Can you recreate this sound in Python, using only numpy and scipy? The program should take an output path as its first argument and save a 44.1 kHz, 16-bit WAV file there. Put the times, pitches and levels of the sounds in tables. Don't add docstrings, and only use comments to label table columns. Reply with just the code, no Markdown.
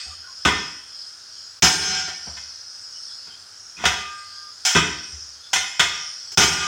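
import sys
import numpy as np
from scipy import signal
from scipy.fft import rfft, irfft, next_fast_len
from scipy.io import wavfile
from scipy.ndimage import uniform_filter1d, minimum_filter1d, map_coordinates

SR = 44100
rng = np.random.default_rng(int(sys.argv[2]) if len(sys.argv) > 2 else 0)


def to_wav(s):
    ch = np.atleast_2d(s).T
    pcm = np.round(np.clip(ch, -1, 1) * 32767)
    wavfile.write(sys.argv[1], SR, pcm.astype(np.int16))


N = 294129


def amp(db):
    return 10 ** (np.asarray(db) / 20)


def unit(x):
    return x / np.sqrt(np.mean(x ** 2) + 1e-20)


def along(points, hz):
    f, v = np.transpose(points)
    return np.interp(np.log(hz + 1), np.log(f + 1), v)


def filtered(x, response):
    size = next_fast_len(len(x) + 8192)
    return irfft(rfft(x, size) * response(np.fft.rfftfreq(size, 1 / SR)), size)[:len(x)]


def noise(spectrum, size):
    return unit(filtered(rng.standard_normal(size), lambda hz: amp(along(spectrum, hz))))


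def fade(t, t60):
    return np.exp(-np.log(1000) * t / t60)


def ringing(t, hz, gain, t60):
    phase = rng.uniform(0, 2 * np.pi, len(hz))
    return sum(g * np.sin(2 * np.pi * f * t + p) * fade(t, d) for f, g, p, d in zip(hz, gain, phase, t60))


def tilt(hz, bright_db):
    return amp(bright_db * np.log2(np.clip(hz, 500, 8000) / 3000))


def contacts():
    # (t/s, lever level/dB, rim level/dB, tyre level/dB, tilt/(dB/octave), chatter/s, rebound delay/s)
    blows = [(-0.2, -27, -8, -31, 4.5, 0.017, 0), (0.058, -67.5, -82, -36, -17, 0.013, 0),
             (0.451, -14.5, -6.5, -4.5, -0.5, 0.0096, 0.022), (1.623, 14, 8, 9, 2, 0.022, .015),
             (2.074, -26, -27.5, -30, -1.5, 0.011, 0), (2.258, -48, -40.5, -28, -8, 0.024, 0.00033),
             (2.364, -41, -27, -65, 2.5, 0.0097, 0), (3.245, -48, -46, -43, -0.5, 0.043, 0),
             (3.765, -35, -26, -29, 1, 0.064, 0.00017), (3.839, -18.5, -15, -15, -4.5, 0.0042, 0),
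             (3.854, -12.5, -4.5, -14, 1, 0.0095, 0.00018), (4.651, -11, -16, -50, 3.5, 0.026, .024),
             (4.749, -46.5, -6, -7, 0.5, .018, 0.016), (5.118, -88, -75, -35.5, -17.5, 0.018, 0.00023),
             (5.532, -8.5, -7, -23, 2, 0.002, 0.027), (5.795, -12.5, -2, -17.5, 1, .013, 0),
             (6.315, -31, -58, -40, 5, 0.0062, 0.00041), (6.374, 8, 4.5, 8, 1.5, 0.0096, 0.012),
             (6.404, 4.5, 6, -4, 1.5, 0.032, 0), (6.434, -10, -12, 1, 1.5, .011, 0.00013)]
    # (lever level/dB, rim level/dB, tyre level/dB)
    rebound_db = [-8.5, -3, -6]
    rim_held, rim_loose = 0.6, 0.83
    for s, *levels_db, bright_db, chatter, rebound_s in blows:
        yield s, *levels_db, bright_db, chatter, rim_held
        if rebound_s > 0.005:
            yield s + rebound_s, *np.add(levels_db, rebound_db), bright_db, chatter * 1.53, rim_loose


def steel(t, modes, clash, bright_db, chatter, free, ring_db, clash_t60, width_hz, between_db):
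    hz, db, t60 = np.transpose(modes)
    strike_db = rng.normal(0, 1.6, len(hz))
    gain = amp(db + ring_db + strike_db) * tilt(hz, bright_db)
    twin_hz = hz + rng.normal(0, 6.53, len(hz))
    ring = ringing(t, hz, gain, t60 * free) + ringing(t, twin_hz, amp(-3.5) * gain, t60 * free)
    peaks = lambda f: sum(g / (1 + ((f - f0) / width_hz) ** 2) for f0, g in zip(hz, amp(strike_db)))
    burst = unit(filtered(noise(clash, len(t) // 2), lambda f: amp(between_db) + peaks(f)))
    burst = filtered(burst, lambda f: tilt(f, bright_db))
    burst = np.pad(burst, (0, len(t) - len(burst)))
    clash_s = clash_t60 * (chatter / 0.014) ** 0.23
    return ring * np.sqrt(np.minimum(t / chatter, 1)) + burst * fade(np.maximum(t - chatter, 0), clash_s)


def lever(t, level_db, bright_db, chatter):
    # (f/Hz, level/dB, free t60/s)
    modes = [(755, -7, .8), (901, -12, .6), (1441, -1, .9), (1590, -8, .8), (2266, -6, .55),
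             (2906, -12, .6), (3211, -9, .7), (4146, -8, .65), (4741, -4, .6), (4916, -4, .55),
             (5045, -9, .55), (5201, -1, .7), (5303, -3, .55), (5455, -4, .6), (5677, -4, .65),
             (5969, -2, .55), (6120, -9, .5), (6330, 0, .55), (6480, -11, .5), (6852, -8, .45),
             (7241, -4, .45), (7970, -11, .55), (8650, -12, .6), (9345, -19, .6), (9814, -21, .5),
             (10210, -19, .45), (10690, -24, .55), (11790, -23, .55), (14200, -24, .45)]
    # (f/Hz, spectrum level/dB)
    clash = [(250, -47), (700, -1.5), (1100, -6.5), (1500, -7), (3300, -2.5), (4350, -9.5), (5300, -5),
             (7200, -8.5), (9100, -22.5), (10000, -25.5), (12500, -31.5), (15500, -21)]
    free = np.clip(0.63 + 0.017 * level_db, 0.42, 1)
    return steel(t, modes, clash, bright_db, chatter, free,
                 ring_db=-10, clash_t60=0.22, width_hz=30, between_db=-10)


def rim(t, bright_db, chatter, free):
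    # (f/Hz, level/dB, free t60/s)
    modes = [(697, -11, .4), (963, -4, .3), (1012, -8, .3), (1225, -8, .4), (1400, -5, .35),
             (1492, -4, .35), (1550, -4, .4), (1802, 1, .55), (1950, -2, .5), (2033, -1, .45),
             (2126, -2, .42), (2440, -6, .4), (2524, 0, .58), (2615, -5, .5), (3049, 2, .38),
             (3245, -7, .4), (3365, -4, .4), (3447, -3, .4), (3641, -3, .4), (3737, -9, .45),
             (4292, -12, .48), (5145, -9, .3), (5423, -13, .35), (5857, -13, .35), (7428, -16, .3),
             (8625, -25, .4), (10950, -31, .3)]
    # (f/Hz, spectrum level/dB)
    clash = [(100, -38), (400, -5), (580, -9), (950, -3), (1900, -0.5), (2300, -3.5), (2800, -1.5),
             (3350, -1.5), (4250, -11.5), (5300, -9), (7000, -8), (10500, -27), (12500, -43), (15500, -31)]
    return steel(t, modes, clash, bright_db, chatter, free,
                 ring_db=-13.5, clash_t60=0.15, width_hz=14.8, between_db=-11.5)


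def tyre(t, bright_db, chatter, free=0.66, ring_db=-11):
    # (f/Hz, level/dB, free t60/s)
    modes = [(71.7, 0.5, 0.52), (84, -3.5, 0.72), (116, -31, .35), (160.6, -1.5, 0.48), (232, -15, 0.24),
             (306.7, -9.5, 0.79), (392, -6.5, 0.58), (423.8, -3.5, 0.45)]
    # (f/Hz, spectrum level/dB)
    spectrum = [(25, -39), (50, -55), (70, 5), (105, -13.5), (160, 3.5), (250, -5), (420, -4.5),
                (620, -18.5), (1500, -5), (5000, -81)]
    hz, db, t60 = np.transpose(modes)
    dull = lambda f: amp(0.5 * min(bright_db, 0) * np.log2(np.maximum(f / 150, 1)))
    thud = filtered(noise(spectrum, len(t)), dull) * fade(np.maximum(t - chatter, 0), t60=0.042)
    boom = ringing(t, hz, amp(db + ring_db + bright_db * np.log2(hz / 150)), t60 * free)
    return (thud + boom) * (1 - np.exp(-t / 0.0064))


def shed(x, wet_db, build_s):
    # (f/Hz, t60/s)
    decay = [(70, 0.61), (200, 0.57), (600, 0.52), (2500, 0.69), (6000, 0.63), (14000, 0.44)]
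    hz, t, spectra = signal.stft(rng.standard_normal(SR), SR, nperseg=256)
    tail = signal.istft(spectra * fade(t, along(decay, hz)[:, None]), SR, nperseg=256)[1]
    tail *= 1 - np.exp(-np.arange(len(tail)) / SR / build_s)
    return x + amp(wet_db) * signal.fftconvolve(x, tail / np.linalg.norm(tail))[:len(x)]


def wheel():
    t = np.arange(SR) / SR
    out = np.zeros(N + 3 * SR)
    for s, lever_db, rim_db, tyre_db, bright_db, chatter, rim_free in contacts():
        blow = amp(lever_db) * lever(t, lever_db, bright_db, chatter)
        blow += amp(rim_db) * rim(t, bright_db, chatter, rim_free)
        blow += amp(tyre_db) * tyre(t, bright_db, chatter)
        if max(lever_db, rim_db, tyre_db) < -25:
            blow *= np.minimum(t / chatter, 1)
        out[SR + round(s * SR):][:len(t)] += shed(blow, wet_db=-7, build_s=0.021)
    return amp(-8.5) * out[SR:SR + N]


def wobble(rate):
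    return map_coordinates(rng.standard_normal(int(N * rate / SR) + 4), [np.arange(N) * rate / SR])


def far_cicadas(depth_db):
    # (f/Hz, spectrum level/dB)
    buzz = [(2500, -22.5), (3200, -2), (3800, -9), (4400, -2.5), (5200, -1), (6100, 2.5), (6600, 3),
            (7500, -8.5), (8500, -7.5), (10000, -20), (11200, -35)]
    spectra = signal.stft(noise(buzz, N), nperseg=512)[2]
    patches = uniform_filter1d(rng.standard_normal(spectra.shape), size=5, axis=0)
    patches = uniform_filter1d(patches, size=24, axis=1)
    return unit(signal.istft(spectra * amp(depth_db * unit(patches)), nperseg=512)[1][:N])


def timbal_clicks(rate, click_s):
    hit = rng.random(N) < rate / SR
    strength = rng.standard_normal(N) + 1j * rng.standard_normal(N)
    t = np.arange(SR // 20) / SR
    envelope = signal.fftconvolve(hit * strength, (t * fade(t, click_s)) ** 2)[:N]
    return envelope / np.std(envelope.real)


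def cicadas():
    # (t/s, level/dB, lean towards the high group/dB)
    chorus = [(0, -29.9, -3.2), (0.28, -38.5, 0.9), (0.6, -29.5, 2.5), (0.85, -40.5, 2.46),
              (1.02, -34, -2.6), (1.17, -41.5, 0.7), (1.4, -35, -0.2), (1.6, -41, -0.5), (2.3, -31.5, 3),
              (2.62, -37.5, 0.9), (3.079, -33.5, 1.6), (3.421, -39, -4.5), (3.66, -39.5, 4.5),
              (4.35, -38, -2.3), (5.15, -32.5, 5.5), (5.421, -41, -2), (6.02, -30.2, 5), (6.301, -33, 1.6)]
    # (f/Hz, click time scale/s, level/dB)
    timbals = [(4720, 0.0049, -11), (5130, 0.012, -5.5), (5595, 0.0093, -11.5)]
    lean_hz_per_db, drift_db = 12, 1.7
    s, *columns = np.transpose(chorus)
    level_db, lean_db = [np.interp(np.arange(N) / SR, s, c) for c in columns]
    out = amp(-48.5 + 0.63 * (level_db - level_db.mean())) * far_cicadas(depth_db=4.5)
    for (hz, click_s, db), side in zip(timbals, (-1, 0, 1)):
        pitch_hz = hz * (1 + 0.0076 * wobble(rate=6)) + lean_hz_per_db * lean_db
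        phase = 2 * np.pi * np.cumsum(pitch_hz) / SR
        voice = (timbal_clicks(rate=2500, click_s=click_s) * np.exp(1j * phase)).real
        out += amp(level_db + side * lean_db + db + drift_db * wobble(rate=7)) * voice
    return out


def yard():
    # (f/Hz, spectrum level/dB)
    spectrum = [(25, -10), (50, -11.5), (95, 0.5), (140, -13), (350, -11.5), (1000, -8), (1450, 2),
                (2100, -10.5), (4000, -8.5), (10000, -14.5), (11300, -25.5), (16000, -27)]
    return amp(-52.5) * noise(spectrum, N)


def squeaks():
    # (t/s, f/Hz, level/dB, duration/s)
    slips = [(0.098, 1220, -45.5, 0.055), (0.217, 1475, -44.5, 0.086), (0.268, 1067, -48, 0.066),
             (2.935, 3000, -52, 0.064), (3.06, 3440, -52, 0.12), (3.289, 3167, -47.5, 0.076),
             (3.764, 2511, -40.5, 0.034), (5.415, 3473, -48.5, 0.097)]
    half_width = 0.035
    out = np.zeros(N + SR)
    for s, hz, db, length in slips:
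        size = int(length * SR)
        resonance = lambda f: 1 / (1 + ((f - hz) / (half_width * hz)) ** 2)
        tone = unit(filtered(rng.standard_normal(size), resonance))
        out[round(s * SR):][:size] += amp(db) * tone * np.sin(np.pi * np.arange(size) / size)
    return shed(out[:N], wet_db=-14.5, build_s=0.0037)


def singing_lever():
    # (t/s, level/dB, t60/s, time free/s)
    releases = [(3.854, -26.5, 2.3, .64), (5.792, -25.5, 0.78, .5), (6.403, -11, 2.7, .8)]
    # (f/Hz, level/dB)
    pairs = [(1211, -4.5), (1213.5, -10.5), (1586, -12), (1590, -15)]
    t = np.arange(SR) / SR
    hz, db = np.transpose(pairs)
    out = np.zeros(N + 2 * SR)
    for s, level_db, t60, free_s in releases:
        notes = ringing(t, hz, amp(db + level_db), np.full(len(hz), t60)) * (1 - np.exp(-t / 0.0086))
        out[round(s * SR):][:len(t)] += notes * fade(np.maximum(t - free_s, 0), t60=0.22)
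    return out[:N]


def scene():
    return (wheel() + singing_lever() + squeaks() + cicadas() + yard())[None]


def limiter(x, ceiling_db, ahead_s, hold_s, release_db_per_s):
    level_db = 10 * np.log10(np.abs(uniform_filter1d(x ** 2, size=256)) + 1e-12)
    need_db = np.minimum(ceiling_db - level_db, 0)
    span, lead = int((ahead_s + hold_s) * SR), int(ahead_s * SR)
    held_db = minimum_filter1d(need_db, span, origin=(span - 1) // 2 - lead)
    climb_db = release_db_per_s * np.arange(N) / SR
    gain_db = np.minimum.accumulate(held_db - climb_db) + climb_db
    return x * amp(uniform_filter1d(gain_db, size=128))


def record(dry):
    low_hz, top_hz = 55, 16000
    x = signal.sosfilt(signal.butter(3, low_hz, "highpass", fs=SR, output="sos"), dry[0])
    x = limiter(x, ceiling_db=-9.5, ahead_s=0.022, hold_s=0.13, release_db_per_s=90.5)
    x = x / (1 + np.abs(x / 0.9) ** 6) ** (1 / 6)
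    return filtered(x, lambda hz: hz < top_hz)[None]


dry = scene()
out = record(dry)
to_wav(out)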